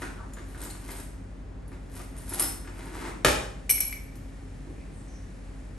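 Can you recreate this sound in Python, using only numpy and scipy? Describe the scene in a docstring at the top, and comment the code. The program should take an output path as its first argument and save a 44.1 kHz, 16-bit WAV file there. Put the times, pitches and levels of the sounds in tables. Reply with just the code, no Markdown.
"""A wooden cutlery drawer, heard from within a tiled kitchen on a closely spaced stereo microphone.
It is pulled open, wood rubbing on wood, and a gloved hand rummages through the clinking steel in its tray.
A spoon is drawn out ringing, the drawer rolls back and slams, then the spoon taps a blender jar's rim,
a little further left. Soft steps and rustling clothes follow. The tiles echo; an appliance hums."""
import sys
import numpy as np
from scipy import signal
from scipy.fft import rfft, irfft
from scipy.io import wavfile
from scipy.ndimage import uniform_filter1d

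SR = 44100
rng = np.random.default_rng(int(sys.argv[2]) if len(sys.argv) > 2 else 0)


def put_to_file(sound):
    """Save the sound as 16-bit audio at rate SR, in the file named by the first command-line argument."""
    columns = np.atleast_2d(sound).T  # one column per channel
    safe = np.clip(columns, -1, 1)
    whole_steps = np.round(safe * 32767)
    wavfile.write(sys.argv[1], SR, whole_steps.astype(np.int16))


N = 254888
TIME = np.arange(N) / SR


def from_db(db):
    """Decibels to gain."""
    return 10 ** (np.asarray(db) / 20)


def rms_one(x):
    """Scale to unit rms."""
    return x / np.sqrt(np.mean(x ** 2) + 1e-20)


def at_hz(points, hz):
    """Read a table along a log-frequency axis."""
    f, value = np.transpose(points)
    return np.interp(np.log(np.maximum(hz, 1)), np.log(f), value)


def bins(x):
    """Frequencies of the spectrum of x."""
    return np.fft.rfftfreq(x.shape[-1], 1 / SR)


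def coloured(x, spectrum):
    """Give a noise its colour, at unit rms."""
    return rms_one(irfft(rfft(x) * from_db(at_hz(spectrum, bins(x))), x.shape[-1]))


def with_cluster(spectrum, pitch_hz, height_db, width_hz):
    """A colour with one cluster of close modes standing out."""
    grid = np.geomspace(40, 20000, 500)
    return np.c_[grid, at_hz(spectrum, grid) + height_db / (1 + ((grid - pitch_hz) / width_hz) ** 2)]


def drift(per_s):
    """A random wander with a spread near 1."""
    return np.interp(TIME * per_s, np.arange(2000), rng.standard_normal(2000))


def swell(start_s, length_s, db, rise_db_per_s, fall_db_per_s):
    """Gain of one movement: it swells, holds its level and dies away."""
    early, late = np.maximum(start_s - TIME, 0), np.maximum(TIME - start_s - length_s, 0)
    return from_db(db - np.minimum(rise_db_per_s * early + fall_db_per_s * late, 120))


def add(track, s, sound, db):
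    """Lay a sound into a track, scaled by the rms of its first 10 ms."""
    start = round(s * SR)
    head = np.sqrt(np.mean(sound[:SR // 100] ** 2))
    track[start:start + len(sound)] += (from_db(db) / head * sound)[:N - start]


def burst(spectrum, t60, rise_s=1e-6):
    """A blow on a body with countless close modes: a crack in its colour; a soft contact builds up."""
    t = TIME[:2 ** 14]
    first_half = t < t[-1] / 2
    attack = 1 - np.exp(-(t + 1 / SR) / rise_s)
    noise_spectrum = rfft(rng.standard_normal(len(t)) * from_db(-60 * t / t60))
    crack = irfft(noise_spectrum / np.abs(noise_spectrum)) * first_half * attack
    # minimum phase: nothing sounds before the blow
    cepstrum = irfft(np.log(from_db(at_hz(spectrum, bins(t)))))
    body = np.exp(rfft(cepstrum * np.sign(t) * 2 * first_half))
    return irfft(rfft(crack) * body)


def ring(hz, db, t60, size=SR // 2):
    """A few distinct modes started by a blow, each of either sign."""
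    t = TIME[:size, None]
    return (np.sin(2 * np.pi * hz * t) * from_db(db - 60 * t / t60)) @ rng.choice([-1, 1], len(hz))


# motor tones, centred between the channels: f/Hz, level/dB, waver/dB
MOTOR_TONES = [(45.8, -43, .5), (57.3, -50, .8), (91, -55, 1.5), (95, -56, 1.5), (181, -62.5, 2),
               (266, -59.5, 2), (271.5, -58, 2), (355, -71, 2), (415, -68, 3), (533, -72, 3), (799, -73, 3)]
def appliance(wander_rad=0.2):
    """Two nearly steady motor tones hum under wavering overtones."""
    out = np.zeros(N)
    for hz, db, waver_db in MOTOR_TONES:
        gain = np.sqrt(2) * from_db(db + waver_db * drift(3.71))
        phase = 2 * np.pi * (hz * TIME + rng.random()) + wander_rad * drift(3.52)
        out += gain * np.sin(phase)
    return out


# the cook shifts about at the counter: t/s, length/s, level/dB
RUSTLES = [(0, 1, -60.5), (2.01, 1.5, -63), (3.496, 2.16, -61)]
# colour of the cloth: f/Hz, level/dB
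CLOTH = [(500, -33.5), (1800, 12), (3200, 1.5), (5000, 0.5), (9000, 2), (11300, 1.5), (12500, -71.5)]
def clothes(fade_db_per_s=17.5):
    """Cloth brushes on cloth: a faint, wide hiss that comes and goes."""
    moves = [swell(s, length, db, fade_db_per_s, fade_db_per_s) for s, length, db in RUSTLES]
    return np.max(moves, axis=0) * coloured(diffuse(N), CLOTH)


# colour of the air all round the microphone: f/Hz, level/dB
AIR = [(25, -25), (38, -13.5), (60, 1.5), (80, -3), (140, -4), (270, -8), (380, -15), (550, -16),
       (900, -22.5), (1900, -28.5), (3300, -39), (9000, -48.5), (11300, -60), (12500, -67.5)]
def room_tone(db=-45.5):
    """A low, steady rush of air."""
    return from_db(db) * coloured(diffuse(N), AIR)


# colour of the drawer's wood: f/Hz, level/dB
WOOD = [(60, -3.5), (150, -7), (240, -0.5), (330, 8), (480, -4), (900, -1.5), (1500, -5), (2100, -6),
        (3000, -14.5), (4200, -17.5), (5500, -19.5), (9000, -19.5), (15000, -62)]
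# colour of the heaped cutlery: f/Hz, level/dB
STEEL = [(1000, -5.5), (3000, -6.5), (4400, -5), (6000, -5), (7500, -3), (9000, 6), (10000, -2),
         (11200, 6.5), (12000, -3), (12800, -18), (14500, -15), (15400, -32)]
# pulls, pushes and sweeps of the hand through the tray: t/s, length/s, wood level/dB, steel level/dB
STROKES = [(0.014, 0.022, -44, -48.5), (0.484, 0.033, -59, -60.5), (0.608, 0.052, -45, -45.5),
           (0.738, 0.12, -55, -59), (0.907, 0.095, -47.5, -46), (1.957, 0.048, -47.5, -47.5),
           (2.17, 0.046, -51, -55), (2.323, 0.14, -43, -38), (2.783, 0.083, -46, -55),
           (2.956, 0.13, -40, -50)]
def sliding(rise_db_per_s=247, stop_db_per_s=338):
    """Every stroke rubs wood on wood and drags the cutlery over itself."""
    wood = sum(swell(s, length, db, rise_db_per_s, stop_db_per_s) for s, length, db, _ in STROKES)
    steel = sum(swell(s, length, db, rise_db_per_s, stop_db_per_s) for s, length, _, db in STROKES)
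    wood *= rubbing(WOOD, per_s=1800, uneven_db=1.0)
    steel *= rubbing(STEEL, per_s=870, uneven_db=-1.5)
    return wood + steel


def rubbing(spectrum, per_s, uneven_db):
    """Friction is a stream of tiny slips of wavering strength."""
    slips = (rng.random(N) < per_s / SR) * rng.standard_normal(N)
    return coloured(slips * from_db(uneven_db * drift(70)), spectrum)


# knocks from inside the drawer: t/s, level/dB, hollow resonance f/Hz, its height/dB, rise/s
KNOCKS = [(0.0194, -34.5, 1880, 6, .0003), (.025, -36, 1470, 16, .0003), (.366, -46, 1600, 7, .003),
          (.383, -49, 1450, 4, 0.0036), (.546, -45.5, 1500, 15, .0005), (.659, -49.5, 1000, 5, 0.0028),
          (.746, -49.5, 1300, 4, .004), (.886, -41, 2100, 5, .003), (.901, -46.5, 1700, 3, 0.0054),
          (1.715, -50.5, 1510, 6, 0.0052), (1.729, -53, 1300, 3, 0.0052), (1.994, -45.5, 1204, 7, .004),
          (2.335, -42.5, 850, 11, .004), (2.385, -42.5, 327, 5, .003), (2.403, -36.5, 1197, 4, .003),
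          (2.427, -39, 1150, 6, .003), (2.645, -48.5, 1486, 6, .003), (2.672, -45, 1210, 5, .003),
          (2.690, -49.5, 1400, 4, .005), (3.048, -39, 1517, 4, 0.0059), (3.072, -41.5, 1300, 5, 0.0055)]
def drawer_knocks(t60=0.052, hollow_width_hz=160, rebound_s=0.028, rebound_db=-10.5):
    """Each knock sounds the hollow tray, which falls back once, softer."""
    out = np.zeros(N)
    for s, db, hz, hollow_db, rise_s in KNOCKS:
        hollow = with_cluster(WOOD, hz, hollow_db, hollow_width_hz)
        add(out, s, burst(hollow, t60, rise_s), db)
        add(out, s + rebound_s * rng.uniform(.85, 1.15), burst(WOOD, t60, rise_s), db + rebound_db)
    return out


# brief scrapes and swishes: t/s, length/s, level/dB, start f/Hz, end f/Hz, half width/Hz
SWISHES = [(.192, 0.0181, -44, 1420, 950, 220), (4.769, 0.06, -61.5, 2400, 2300, 200),
           (4.935, 0.08, -61, 9300, 8000, 700), (5.081, 0.085, -64, 6200, 5750, 450)]
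def swishes(rasp_db=3):
    """Each scrape is a narrow, rasping band of noise that falls in pitch."""
    out = np.zeros(N)
    for s, length, db, start_hz, end_hz, width_hz in SWISHES:
        hz = np.interp(TIME, [s, s + length], [start_hz, end_hz])
        gain = swell(s, length, db, rise_db_per_s=800, fall_db_per_s=350)
        rasp = from_db(rasp_db * drift(120))
        band = signal.sosfilt(signal.butter(2, width_hz, fs=SR, output="sos"), rng.standard_normal(N))
        out += gain * rasp * rms_one(band * np.cos(2 * np.pi * np.cumsum(hz) / SR))
    return out


# steel touching steel down in the tray: t/s, level/dB, cluster f/Hz, its width/Hz
CLINKS = [(0.335, -45.5, 7000, 302), (.587, -55, 9300, 340), (0.618, -41, 8140, 340),
          (0.634, -40, 12000, 340), (.651, -44, 7400, 340), (.701, -44.5, 4220, 600),
          (.703, -46, 7160, 300), (0.708, -41, 9100, 340), (0.917, -44, 11700, 340),
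          (0.971, -47, 8400, 342), (1.679, -52, 10600, 340), (1.954, -51, 11260, 340),
          (2.181, -44, 9200, 340), (2.293, -36, 11100, 340), (2.336, -30, 11070, 300),
          (2.396, -20, 9280, 220), (2.403, -21.5, 11130, 300), (2.422, -25, 11700, 300)]
def cutlery(crack_t60=0.03, stray_count=10, stray_db=-17, stray_t60=0.11):
    """Heaped pieces damp each other: a clink is a crack with a cluster of modes and a few stray tones."""
    out = np.zeros(N)
    for s, db, hz, width_hz in CLINKS:
        colour = with_cluster(STEEL, hz, height_db=18.0, width_hz=width_hz)
        add(out, s, burst(colour, crack_t60), db)
        stray_hz = rng.uniform(4220, 12600, stray_count)
        add(out, s, ring(stray_hz, at_hz(STEEL, stray_hz), stray_t60, size=SR // 4), db + stray_db)
    return out


# a utensil swings free, in plain sight of the microphone: t/s, level/dB
LIFTS = [(1.958, -56), (2.302, -48), (2.421, -31)]
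# its modes: f/Hz, level/dB, t60/s
UTENSIL_MODES = [(3854, -15, .5), (5265, 4, .42), (7773, -1, .33), (8355, -4, .3), (10035, 10, .38),
                 (10770, 3, .35), (11250, 0, .33), (11950, 4, .3), (12590, -8, .2), (12750, -7, .2),
                 (14410, -10, .2), (14770, -13, .18)]
def lifted_utensil():
    """Clear of the heap, one piece rings with clean, long tones."""
    out = np.zeros(N)
    for s, db in LIFTS:
        add(out, s, ring(*np.transpose(UTENSIL_MODES)), db)
    return out


# the drawer meets its stop inside the cabinet: t/s, level/dB
SLAM_HITS = [(3.2472, -15), (3.2493, -18.5), (3.264, -24.5), (3.283, -25.5)]
# colour of the slam: f/Hz, level/dB
SLAM_COLOUR = [(35, -24), (60, -11.5), (130, 0), (200, -2), (280, 5), (385, 3), (540, 2), (700, -2),
               (950, -1.5), (1350, -1), (2200, -3.5), (4000, -9), (7000, -13.5), (11700, -12),
               (13500, -54.5)]
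def drawer_slam(t60=0.016):
    """The drawer hits its stop and chatters in a quick run of cracks."""
    out = np.zeros(N)
    for s, db in SLAM_HITS:
        add(out, s, burst(SLAM_COLOUR, t60), db)
    return out


# tones that hang in the kitchen after the slam: f/Hz, level/dB, t60/s
SLAM_RING_MODES = [(56, 6, 1), (66, 2, .7), (92.2, -2, 1), (137.5, -4.5, 0.9), (251, 4, 0.45), (314, 2, .5),
                   (352, 1, .47), (387, 5, .5), (435, 3, 0.48), (523, 1, 0.43), (636, -5, .4),
                   (1321, 2, .45), (1385, 5, 0.3), (1845, 4, 0.32)]
def slam_ring(db=-25.0):
    """A low boom and woody ringing follow the slam's first hit."""
    out = np.zeros(N)
    add(out, SLAM_HITS[0][0], ring(*np.transpose(SLAM_RING_MODES)), db)
    return out


# taps on the jar, left of centre: t/s, ring level/dB, tick level/dB, tilt/(dB per octave), spot 0-1
JAR_TAPS = [(3.694, -25.5, -30.5, -2.5, 0.02), (3.700, -18.5, -31.5, 3.5, 0.12),
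            (3.709, -18, -36.5, 4, 0.2), (3.780, -35, -52, -8, .9), (3.8048, -20, -34, 3.5, 0.7),
            (3.83, -54, -39, -11, 1), (3.9263, -36.5, -45, -7.5, 0.2), (4.155, -68, -54.5, 8, 1)]
# ringing tones of spoon and jar tapped together: f/Hz, level/dB at spot 0, level/dB at spot 1, t60/s
TAP_MODES = [(2145, -9, -18, .025), (2205, -9, -15, .025), (2266, -16, -14, .3), (2312, -11, -10, .21),
             (2450, -20, -21, .04), (2950, -17, -23, .05), (3540, -23, -28, .05), (4080, -22, -26, .04),
             (5394, -18, -20, .14), (5739, -15, -12, .08), (5900, -18, -16, .1), (6330, -22, -21, .1),
             (7822, -21, -15, .13), (8441, -7, -25, .08), (8511, -10, -25, .09), (8834, -20, -24, .1),
             (9230, -8, -20, .07), (9560, -19, -20, .1), (11050, -13, -13, .15), (11300, -4.5, -1, .18),
             (11345, -3.5, -9, .09), (11820, -17, -26, .14), (12400, -22, -34, .09), (14760, -17, -29, .11)]
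# colour of the contact tick: f/Hz, level/dB
TICK = [(200, -5.5), (500, -2.5), (1500, -7.5), (2200, -6.5), (3000, 1), (3600, -19.5), (4100, -0.5),
        (4700, -6), (6000, -1), (7000, -5), (9300, 3.5), (12000, 4.5), (15500, -22)]
def spoon_on_jar(tick_t60=0.079, touch_s=0.013, free_share=0.14):
    """Steel on the rim: a tick, then modes that lose most of their swing while the two still touch."""
    out = np.zeros(N)
    hz, spot0_db, spot1_db, t60 = np.transpose(TAP_MODES)
    for s, ring_db, tick_db, tilt_db, spot in JAR_TAPS:
        modes_db = spot0_db + spot * (spot1_db - spot0_db)
        tones = ring(hz, modes_db + tilt_db * np.log2(hz / hz[0]), t60)
        damping = free_share + np.exp(-TIME[:len(tones)] / touch_s)
        add(out, s, tones * damping, ring_db)
        add(out, s, burst(TICK, tick_t60), tick_db)
    return out


# steps and shifts down on the kitchen floor: t/s, level/dB
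STEPS = [(4.671, -40), (4.715, -58), (4.78, -45.5)]
# colour of a step: f/Hz, level/dB
FOOTFALL = [(50, -21), (140, -3), (320, 3.5), (500, -9.5), (1200, -25), (3000, -38), (9000, -62)]
def footsteps(t60=0.16):
    """A foot lands softly with a dull thud."""
    out = np.zeros(N)
    for s, db in STEPS:
        add(out, s, burst(FOOTFALL, t60), db)
    return out


# decay of the tiled room: f/Hz, t60/s
ROOM_DECAY = [(60, 0.93), (250, 0.82), (500, 0.62), (1000, 0.58), (4000, 0.49), (8000, 0.49), (12000, 0.34),
              (16000, 0.1)]
def kitchen(x, build_s=0.0007):
    """Dense echoes off tiles and cupboards, dying band by band."""
    t = TIME[:SR]
    noise = diffuse(SR)
    centres = np.log([hz for hz, _ in ROOM_DECAY])
    spectrum, log_hz, echoes = rfft(noise), np.log(bins(noise) + 1), 0
    for share, (_, t60) in zip(np.eye(len(ROOM_DECAY)), ROOM_DECAY):
        band = irfft(spectrum * np.interp(log_hz, centres, share), SR)
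        echoes = echoes + band * from_db(-60 * t / t60)
    echoes = evened(echoes * (1 - np.exp(-t / build_s)))
    response = rms_one(echoes) / np.sqrt(echoes.shape[-1])
    return signal.fftconvolve(x[None], response, axes=1)[:, :N]


def evened(echoes, width_bins=31):
    """Level the echoes' spectrum so that no pitch is favoured; keep their first half."""
    spectrum = rfft(echoes)
    power = uniform_filter1d(np.abs(spectrum) ** 2, width_bins, axis=-1)
    return irfft(spectrum / np.sqrt(np.abs(power) + 1e-12))[:, :echoes.shape[-1] // 2]


# lag between the microphone's two ports: f/Hz, share of the lag
PORT_LAG = [(9800, 1), (10700, .45)]
def delayed(hz, lag_samples):
    """Phase of the right port against the left: it lags a little, less in the top treble."""
    return np.exp(-2j * np.pi * hz / SR * lag_samples * at_hz(PORT_LAG, hz))


# likeness of the room's sound at the two ports: f/Hz, correlation
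PORT_LIKENESS = [(40, 0.97), (120, 0.89), (300, 0.55), (700, 0.0398), (2000, 0.33), (5000, 0.62),
                 (9000, 0.99), (12000, 0.35)]
def diffuse(size, lag_samples=1.0):
    """Noise from all sides, a touch earlier on the left: alike in the bass, least so in the middle."""
    white = rng.standard_normal((2, size))
    mid, side = rfft(white)
    alike = at_hz(PORT_LIKENESS, bins(white))
    ports = np.sqrt(1 + alike) * mid + np.sqrt(1 - alike) * side * [[1], [-1]]
    return irfft(ports * delayed(bins(white), lag_samples * np.array([[0], [1]])), size)


# lean of the direct sound towards the left port: f/Hz, share of the pan
LEFT_LEAN = [(300, .5), (2400, 0.83), (4400, 1.1), (8000, .25)]
def from_left(x, pan_db, lag_samples):
    """Direct sound reaches the left port sooner and louder, leaning most in the low treble."""
    lean = from_db(pan_db / 2 * at_hz(LEFT_LEAN, bins(x)))
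    return irfft(rfft(x) * np.array([lean, delayed(bins(x), lag_samples) / lean]), N)


def scene():
    """Sounds inside the drawer arrive mostly by way of the room; pieces in the hand sound closer."""
    wood = drawer_knocks() + drawer_slam()
    handling = cutlery() + sliding() + swishes() + footsteps()
    tapped, lifted = spoon_on_jar(), lifted_utensil()
    at_drawer = from_db(-2) * wood + from_db(-3) * handling + slam_ring()
    direct = from_left(at_drawer, pan_db=2.0, lag_samples=1)
    direct += from_left(tapped + lifted, pan_db=6.0, lag_samples=0.73)
    # each place in the room has its own echoes
    echoes = from_db(1.5) * kitchen(wood) + from_db(-2) * kitchen(handling)
    echoes += kitchen(from_db(-0.5) * tapped + from_db(-12) * lifted)
    ambience = appliance() + clothes() + room_tone()
    return direct + (echoes + ambience) * from_db([[.35], [-.35]])


def record(dry):
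    """The microphone drops the deepest bass, has two dips in the treble and cuts the very top."""
    low_cut_hz, high_cut_hz = 37, 15400
    x = signal.sosfilt(signal.butter(6, low_cut_hz, "high", fs=SR, output="sos"), dry)
    for hz, width_hz in [(10300, 500), (13600, 1200)]:
        dip = signal.iirnotch(hz, hz / width_hz, SR)
        x = signal.lfilter(*dip, signal.lfilter(*dip, x))
    return signal.sosfilt(signal.ellip(10, .1, 90, high_cut_hz, fs=SR, output="sos"), x)


dry = scene()
out = record(dry)
put_to_file(out)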